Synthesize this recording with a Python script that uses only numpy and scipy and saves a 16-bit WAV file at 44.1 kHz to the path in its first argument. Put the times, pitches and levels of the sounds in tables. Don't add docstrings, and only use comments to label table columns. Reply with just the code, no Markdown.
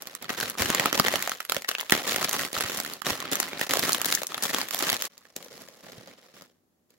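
import sys
import numpy as np
from scipy import signal
from scipy.fft import rfft, irfft
from scipy.io import wavfile
from scipy.ndimage import uniform_filter1d

SR = 44100
rng = np.random.default_rng(int(sys.argv[2]) if len(sys.argv) > 2 else 0)


def file_out(sig):
    cols = np.atleast_2d(sig).T
    lim = np.clip(cols, -1, 1)
    pcm = np.round(lim * 32767).astype(np.int16)
    wavfile.write(sys.argv[1], SR, pcm)


N = 307818
TIME = np.arange(N) / SR
SNAP_TIME = (np.arange(1400) - 132) / SR
SCENE_CHANGE_S = 5.087


def from_db(db):
    return 10 ** (np.asarray(db) / 20)


def band(x, low_hz, high_hz, order=2):
    edges_hz = [low_hz, min(high_hz, SR / 2.1)]
    return signal.sosfilt(signal.butter(order, edges_hz, "band", fs=SR, output="sos"), x)


def colour(x, peaks):
    for hz, width_hz, db in peaks:
        x = x + (from_db(db) - 1) * signal.lfilter(*signal.iirpeak(hz, hz / width_hz, fs=SR), x)
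    return x


def drift(moves_per_s):
    knots = rng.standard_normal(int(moves_per_s * N / SR) + 2)
    return np.interp(TIME * moves_per_s, np.arange(len(knots)), knots)


def add(out, sound, at):
    room_left = out[..., max(at, 0):][..., :sound.shape[-1]]
    room_left += sound[..., :room_left.shape[-1]]


def unit_level(x, span_s=.005):
    return x / np.sqrt(np.mean(np.sum(x ** 2, -1), -1) / (span_s * SR) + 1e-20)[:, None, None]


def stereo_delay(sounds, lag):
    source = np.arange(len(SNAP_TIME)) - np.maximum(lag[:, None] * [1, -1], 0)[..., None]
    return np.take_along_axis(sounds, np.maximum(source, 0), -1) * (source >= 0)


def buckle(count, spike, fall_s, flutter_db, width):
    noise = rng.standard_normal((count, 3, len(SNAP_TIME)))
    shiver = noise[:, :1] + width * noise[:, 1:]
    flip = spike * rng.choice([-1, 1], (count, 1, 1)) * (SNAP_TIME == 0)
    from_flip_s = np.abs(SNAP_TIME)
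    creep = .33 * np.exp(-from_flip_s / .0014)
    flutter = from_db(flutter_db) * np.exp(-from_flip_s / .004)
    fall = np.exp(-from_flip_s / (fall_s * from_db(rng.normal(0, 1.5, (count, 1, 1)))))
    return flip + shiver * np.where(SNAP_TIME < 0, creep, fall + flutter)


def film_ring(hz, ring_cycles):
    t = np.maximum(SNAP_TIME, 0)
    cycles = hz[:, None, None] * t * (1 + .1 * np.exp(-t / .0015))
    swell = (1 - np.exp(-2 * cycles)) * np.exp(-cycles / ring_cycles - t / .0035)
    tone = band(np.sin(2 * np.pi * cycles) * swell, 380, 13000)
    return unit_level(tone * np.ones((2, 1)))


def snap_sounds(facet_hz, ring_db, sharp_db):
    count = len(facet_hz)
    lag = np.round(rng.normal(3, 3.5, count)).astype(int)
    thump = buckle(count, spike=5.8, fall_s=.0014, flutter_db=-15, width=.62)
    flap = buckle(count, spike=2, fall_s=.0013, flutter_db=-15, width=.6)
    crack = buckle(count, spike=1.6, fall_s=.0012, flutter_db=-17, width=.99)
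    thump = band(band(thump, 180, 520, order=1), 38, 670)
    flap = unit_level(band(flap, 500, 3400)) + from_db(ring_db) * film_ring(facet_hz, ring_cycles=4)
    crease_hz = np.exp(rng.uniform(np.log(4200), np.log(14000), count))
    sharpness = from_db(sharp_db + rng.normal(0, 2.6, (count, 1, 1)))
    crack = crack + sharpness * band(crack, 10000, 19000, order=1)
    crack = unit_level(band(crack, 3800, 19000)) + from_db(-9) * film_ring(crease_hz, ring_cycles=5)
    return np.stack([unit_level(stereo_delay(part, lag)) for part in (thump, flap, crack)], 1)


def grip_levels(attack_s=.012, settle_db_per_s=170):
    # t/s, length/s, thump/dB, flap/dB, crack/dB
    grips = [(0, 0.15, -57, -49, -52.5), (0.209, 0.024, -47, -42, -54), (0.282, 0.016, -40, -32, -35.5),
             (0.364, 0.11, -43, -36, -38), (0.573, 0.063, -34.5, -29.5, -30), (0.671, 0.2, -39, -30, -36.5),
             (0.932, 0.045, -36, -29, -31), (1.034, 0.13, -40, -32, -35), (1.181, 0.14, -52, -39, -40.5),
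             (1.393, 0.017, -66, -47.5, -46), (1.482, 0.097, -52, -43.5, -43.5),
             (1.674, 0.021, -55, -37, -36), (1.778, 0.074, -60, -45.5, -47.5),
             (1.92, 0.035, -34, -26.5, -30.5), (2.018, 0.11, -49, -36, -39),
             (2.064, 0.059, -40, -29.5, -29.5), (2.171, 0.086, -40, -31, -34.5),
             (2.317, 0.1, -39, -31, -31.5), (2.533, 0.12, -44.5, -32, -34), (2.681, 0.12, -44, -37, -35.5),
             (2.852, 0.072, -47, -41, -43.5), (3.043, 0.061, -37, -29, -31), (3.184, 0.11, -45, -39, -53),
             (3.311, 0.015, -36, -29, -31.5), (3.376, 0.093, -44.5, -37, -39.5),
             (3.511, 0.069, -46, -40, -52), (3.576, 0.055, -46, -34, -35), (3.685, 0.1, -37.5, -31, -32.5),
             (3.813, 0.092, -37, -31, -30.5), (3.933, 0.082, -47, -38, -42.5),
             (4.053, 0.081, -41, -33, -30), (4.17, 0.044, -52, -44, -51), (4.282, 0.14, -50, -43, -46),
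             (4.419, 0.031, -42, -33, -28.5), (4.488, 0.12, -42, -34, -35.5),
             (4.702, 0.1, -51.5, -38, -34.5), (4.795, 0.15, -43.5, -32, -32.5),
             (5.003, 0.049, -52, -38, -33.5), (5.087, 0.22, -74, -63, -64), (5.351, 0.093, -57.5, -53, -53),
             (5.499, 0.126, -54.5, -53, -52), (5.642, 0.17, -64, -59, -58.5),
             (5.823, 0.19, -54.5, -53.5, -55.5), (6.051, 0.063, -56.5, -54, -58),
             (6.168, 0.12, -66, -59.5, -62), (6.332, 0.082, -59.5, -55.5, -56.5),
             (6.889, 0.053, -75, -74, -72)]
    t, power = TIME[::40], 1e-12
    for s, length_s, *levels_db in grips:
        swell = np.clip((t - s) / attack_s, 0, 1)
        settle = from_db(-settle_db_per_s * np.maximum(t - s - length_s, 0))
        same_scene = (t < SCENE_CHANGE_S) == (s + length_s / 2 < SCENE_CHANGE_S)
        power = power + np.outer(from_db(levels_db), swell * settle * same_scene) ** 2
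    return [np.interp(TIME, t, 10 * np.log10(part)) for part in power]


def rustle(base_per_s, size_spread_db, clumping_db, thump_db, flap_db, crack_db, bank_size=200):
    levels_db = grip_levels()
    crumble_db = levels_db[0] - levels_db[1] + 10
    density = np.clip(from_db(.8 * crumble_db), .12, 1.5)
    per_s = base_per_s * density * from_db(clumping_db * drift(60))
    starts = np.flatnonzero(rng.random(N) < per_s / SR)
    sizes_db = size_spread_db * np.minimum(rng.exponential(1, (len(starts), 1)), 4)
    sizes_db = sizes_db + rng.normal(0, 3, (len(starts), 3))
    bank = snap_sounds(np.geomspace(480, 4200, bank_size), ring_db=-4.5, sharp_db=-19.5)
    fold = .3 * drift(moves_per_s=25)[starts]
    facets = (fold + .09 * rng.standard_normal(len(starts))) % 1
    crowd = np.zeros((3, 2, N))
    for at, size, which in zip(starts, from_db(sizes_db), (facets * bank_size).astype(int)):
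        add(crowd, bank[which] * size[:, None, None], at + round(SNAP_TIME[0] * SR))
    crowd /= np.sqrt(uniform_filter1d(np.mean(crowd ** 2, 1, keepdims=True), size=1800) + .05)
    thump, flap, crack = [part * from_db(db) for part, db in zip(crowd, levels_db)]
    lean_right = np.array([[-1], [1]])
    return (thump * from_db(thump_db + 1.1 * lean_right)
            + flap * from_db(flap_db + .4 * lean_right)
            + crack * from_db(crack_db + .6 * lean_right))


def room_tone(mid_db, narrow_below_hz):
    # f/Hz, relative level/dB
    air_spectrum = [(18, -56), (30, -31.5), (81, -5.5), (130, -12.5), (182, -5), (369, -6), (432, -10.5),
                    (492, -13.5), (747, -16), (1330, -27), (3590, -32.5), (5450, -31.5), (15500, -26.5)]
    points_hz, points_db = np.transpose(air_spectrum)
    hz = np.maximum(np.fft.rfftfreq(N, 1 / SR), 1)
    shape = from_db(np.interp(np.log(hz), np.log(points_hz), points_db))
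    mid, side = rfft(rng.standard_normal((2, N))) * shape
    side = side * np.sqrt(np.clip(hz / narrow_below_hz, .15, 1))
    return from_db(mid_db) * irfft(mid + side * [[1], [-1]], N) / np.std(irfft(mid, N))


def kitchen_echo(x, t60_s, treble_t60_s, bass_db, treble_db):
    t = np.arange(SR // 2) / SR
    noise = rng.standard_normal((2, len(t))) * np.clip((t - .003) / .0019, 0, 1)
    decay = from_db(-60 * t / t60_s)
    bass = band(noise, 120, 3000) * decay
    treble = band(noise[::-1], 2600, 15000, order=1) * from_db(-60 * t / treble_t60_s)
    echo = (from_db(bass_db) * bass + from_db(treble_db) * treble) / np.sqrt(np.sum(decay ** 2))
    return signal.fftconvolve(x, echo, axes=-1)[:, :N]


def loud_snaps(thump_db, flap_db, crack_db):
    # t/s, thump/dB, flap/dB, crack/dB, facet f/Hz, left minus right/dB
    snaps = [(0.022, -60, -42.5, -33.5, 1500, 0), (0.072, -50, -39, -33.5, 4170, -1),
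             (0.151, -53, -40.5, -30.5, 2180, -7.5), (0.225, -54, -52, -34, 1420, -3),
             (0.244, -52, -39.5, -43, 1340, -7), (0.294, -45, -28, -38, 1800, -2),
             (0.303, -36, -31, -37, 1790, -1), (0.388, -42, -35, -38, 1870, -8),
             (0.402, -41, -30.5, -27, 1510, 1), (0.41, -43, -26, -31, 4300, -3),
             (0.429, -34.5, -26.5, -29, 1620, -5), (0.499, -45, -37, -25, 1920, -3),
             (0.552, -44, -40, -59, 1248, -1), (0.621, -37, -23.5, -20, 1800, 1.5),
             (0.658, -41, -27, -30, 2800, 1), (0.702, -24, -23.5, -22, 1621, -0.5),
             (0.748, -36, -23.5, -19.5, 1900, -3), (0.797, -30.5, -19, -21, 1940, -3),
             (0.858, -27, -17, -20.5, 1290, -1.5), (0.928, -29.5, -23.5, -25, 1390, -4.5),
             (0.998, -17, -15.5, -15.5, 1240, -1), (1.049, -28, -25.5, -30, 1810, -2),
             (1.063, -35, -24.5, -38, 3118, 3), (1.067, -33, -24.5, -25.5, 2020, -3),
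             (1.083, -38, -19, -25.5, 1920, -1), (1.125, -48, -46, -29.5, 870, 5),
             (1.139, -31, -21.5, -32, 615, 0.5), (1.157, -35.5, -24.5, -27, 2930, -10),
             (1.225, -55, -28, -23.5, 2100, -2), (1.261, -58, -36, -39, 2080, 1.5),
             (1.275, -53, -24.5, -27, 677, -3), (1.295, -58, -30.5, -25.5, 720, -1),
             (1.318, -50.5, -26.5, -30, 1300, 1), (1.404, -61, -29.5, -31, 1330, -2.5),
             (1.451, -70, -38.5, -35, 1940, -2), (1.497, -62, -24, -25, 3787, -1),
             (1.521, -48.5, -23, -21.5, 1340, -5), (1.546, -53, -35, -29, 1790, 2),
             (1.558, -51, -38, -39, 1731, 3), (1.566, -33, -22.5, -29.5, 573, -5),
             (1.621, -60, -41, -35.5, 1960, -1), (1.646, -67, -32, -44, 1890, 2.5),
             (1.687, -61.5, -29.5, -25, 2640, 3), (1.69, -54.5, -23.5, -23, 2770, 1),
             (1.714, -50.5, -27.5, -30.5, 2714, 0.5), (1.751, -52.5, -24, -39, 2620, 0.5),
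             (1.784, -57, -32, -36, 3000, 0.5), (1.797, -62, -28, -42.5, 2976, -1.5),
             (1.804, -66.5, -36, -33, 1970, -6), (1.81, -59.5, -31.5, -29.5, 2020, 5),
             (1.83, -59, -37.5, -44, 970, -2), (1.897, -55, -24.5, -28.5, 2560, 1.5),
             (1.907, -49.5, -32.5, -25, 1274, -1.5), (1.922, -19, -12, -14.5, 2007, -2),
             (2.145, -34, -28, -48, 2098, -1), (2.161, -31.5, -24, -23, 1898, -2.5),
             (2.228, -39, -30, -26.5, 1346, -3), (2.245, -46, -27, -22, 1820, 2),
             (2.293, -43, -32, -21.5, 2370, -3), (2.312, -50, -33, -30, 3510, -6),
             (2.33, -50, -29, -22, 2140, 1), (2.45, -37.5, -30, -31, 1985, -1),
             (2.53, -40, -38, -29, 2890, -4), (2.566, -62, -27.5, -34, 1310, -2),
             (2.608, -38, -28, -22, 2680, -4), (2.698, -37, -33.5, -35, 1393, -8),
             (2.773, -47.5, -38, -27, 1620, 5), (2.801, -49.5, -30.5, -24, 1430, -3.5),
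             (2.849, -45, -35, -33, 1336, -8), (2.862, -46, -34, -35, 1871, 1),
             (2.936, -52, -46, -31.5, 1244, -4), (3.019, -51, -35.5, -37, 1249, -16),
             (3.104, -33, -28, -28, 2257, -9), (3.203, -52, -38, -31, 1200, -6),
             (3.225, -47.5, -32.5, -40.5, 1080, -4), (3.254, -41, -34, -39, 1270, -3),
             (3.316, -37, -40, -27, 2015, -2), (3.324, -30, -33.5, -28, 1801, 1),
             (3.332, -43, -28, -24, 3400, -2), (3.355, -57, -28, -23.5, 1260, -3),
             (3.401, -47, -28.5, -17.5, 3520, -0.5), (3.429, -50, -27.5, -30.5, 4316, -2),
             (3.532, -36, -33.5, -45, 2320, -4), (3.613, -30, -22, -25.5, 1901, -3),
             (3.709, -36, -25, -22.5, 3113, -2), (3.736, -39, -20.5, -18.5, 509.2, 0),
             (3.771, -31, -23.5, -24, 610, -2), (3.794, -38, -29, -19, 686, -3),
             (3.836, -32, -27.5, -26, 1887, -4), (3.893, -28.5, -23.5, -22.5, 1092, -2.5),
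             (3.921, -50, -36, -22, 4290, -1), (3.931, -48, -48, -17.5, 3850, -4),
             (3.947, -40.5, -23.5, -21.5, 3838, 2), (3.982, -44.5, -33.5, -33.5, 520, 4),
             (4.016, -38.5, -26, -22, 2580, -3), (4.046, -53, -27, -28, 1705, 6),
             (4.057, -37.5, -32, -19.5, 1430, -0.5), (4.125, -45, -21, -19, 3873, 0),
             (4.15, -47.5, -38.5, -16.5, 4100, 5), (4.174, -53, -31, -48, 1736, 2.5),
             (4.218, -43, -30.5, -35, 584.9, 8), (4.233, -52, -32, -28.5, 3729, -5.5),
             (4.269, -63, -62, -25, 4200, 0), (4.32, -46, -35.5, -41, 1250, 5),
             (4.344, -59, -26.5, -35.5, 3379, 3), (4.379, -51, -31, -33, 1380, 0),
             (4.425, -43.5, -35.5, -23.5, 4340, 0), (4.436, -43, -41, -21.5, 4177, 1),
             (4.454, -48, -28.5, -35, 3410, 7.5), (4.494, -38, -31, -44, 1860, 3),
             (4.546, -31, -23, -22.5, 3310, 0), (4.585, -43, -29, -26, 1130, -3),
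             (4.615, -49, -25, -29.5, 4231, -3.5), (4.686, -65, -35.5, -31, 1800, 0),
             (4.709, -54, -32, -29, 1256, -7.5), (4.746, -43, -27, -24, 698.8, -2),
             (4.79, -51, -34, -24.5, 3350, -4), (4.825, -28.5, -26, -23, 1300, -1),
             (4.869, -34.5, -27, -30, 1710, 2), (4.892, -49, -22, -31, 3209, 2),
             (4.9, -50, -25.5, -20, 3332, -5), (4.929, -27.5, -24, -24, 1960, -0.5),
             (5.022, -64.5, -30, -23, 3160, -3), (5.179, -62, -62, -43.5, 542.5, -1),
             (5.253, -68, -51.5, -60, 1716, -8), (5.364, -40.5, -39, -29.5, 3750, 2),
             (5.427, -58, -49, -45, 2210, 9), (5.446, -64, -67, -44, 2230, 3),
             (5.462, -58, -50, -63, 520, 7), (5.484, -61, -53, -50, 3640, -1),
             (5.578, -57, -50, -50, 4160, -1), (5.619, -53, -56.5, -44, 530.4, 1),
             (5.686, -58, -46, -48, 554.6, 3), (5.867, -60, -47, -52, 694, -1),
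             (5.885, -66, -50, -57, 1770, 1), (5.92, -58, -47, -47, 4196, -3),
             (6.074, -62, -46.5, -52, 590, 1), (6.421, -52, -50, -47, 498.7, 5),
             (6.905, -72, -68, -56.5, 4310, -2)]
    rows, out = np.array(snaps), np.zeros((2, N))
    flap_over_crack_db = rows[:, 2] - rows[:, 3]
    ring_db = np.clip(.45 * flap_over_crack_db - 2.5, -6, 3)
    sounds = snap_sounds(facet_hz=rows[:, 4], ring_db=ring_db[:, None, None], sharp_db=-6)
    for (s, *levels_db, _, pan_db), layers in zip(rows, sounds):
        gains = from_db(np.add(levels_db, [thump_db, flap_db, crack_db]))
        pan = from_db([[pan_db / 2], [-pan_db / 2]])
        add(out, np.tensordot(gains, layers, 1) * pan, round((s + SNAP_TIME[0]) * SR))
    return out


def block_knocks(body_hz, fall_s, gain_db):
    # t/s, relative peak/dB
    knocks = [(0.437, -38), (0.609, -23), (0.648, -29), (0.694, -26.5), (0.801, -35), (0.999, -36),
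              (2.572, -34), (2.644, -32), (3.073, -34), (3.114, -30), (5.978, -41)]
    t, out = np.arange(SR // 8) / SR, np.zeros((2, N))
    envelope = t / fall_s * np.exp(1 - t / fall_s)
    for s, db in knocks:
        hz = body_hz * from_db(rng.normal(0, 1))
        phase = rng.normal(0, .39, (2, 1))
        swing = np.sin(2 * np.pi * hz * t + phase) * envelope
        add(out, from_db(db + gain_db) * swing, round(s * SR))
    return out * from_db([[-1], [1]])


def open_packet(x):
    # f/Hz, width/Hz, gain/dB
    packet_peaks = [(160, 160, 4), (304, 33, -5), (530, 92, 6), (1060, 1100, 0), (2230, 72, 4),
                    (5200, 1700, 3), (13300, 2900, -1.5)]
    return colour(x, packet_peaks)


def scene():
    packet = loud_snaps(thump_db=0, flap_db=-1, crack_db=.5)
    packet += block_knocks(body_hz=106, fall_s=.0048, gain_db=-5)
    packet += rustle(base_per_s=750, size_spread_db=3, clumping_db=4,
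                     thump_db=-1.5, flap_db=-2, crack_db=-.15)
    first_scene = TIME < SCENE_CHANGE_S
    crushing = packet * first_scene
    picking = open_packet(packet) * ~first_scene
    for part in (crushing, picking):
        part += kitchen_echo(part, t60_s=.089, treble_t60_s=.066, bass_db=-8.5, treble_db=-8)
    return crushing * first_scene + picking + room_tone(mid_db=-73, narrow_below_hz=1600)


def record(dry):
    # f/Hz, width/Hz, gain/dB
    close_peaks = [(98, 47, 0), (223, 67, 2.5), (520, 58, 1), (906, 130, -2.5), (1210, 390, 2.5),
                   (1840, 280, 2), (2467, 1300, -1.5), (3920, 3800, 2.5), (7230, 1500, 3.5),
                   (8480, 3880, -6), (14300, 2300, -3), (14970, 490, -20.5)]
    # f/Hz, width/Hz, gain/dB
    left_peaks = [(520, 430, -0.5), (1940, 780, 1.77)]
    left, right = colour(dry, close_peaks)
    out = np.stack([colour(left, left_peaks), right])
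    dip_db = -24 * np.exp(-((TIME - SCENE_CHANGE_S) / .011) ** 2)
    top_cut = signal.ellip(12, .1, 80, 15850, fs=SR, output="sos")
    return signal.sosfilt(top_cut, np.clip(out * from_db(dip_db), -.72, .72))


dry = scene()
out = record(dry)
file_out(out)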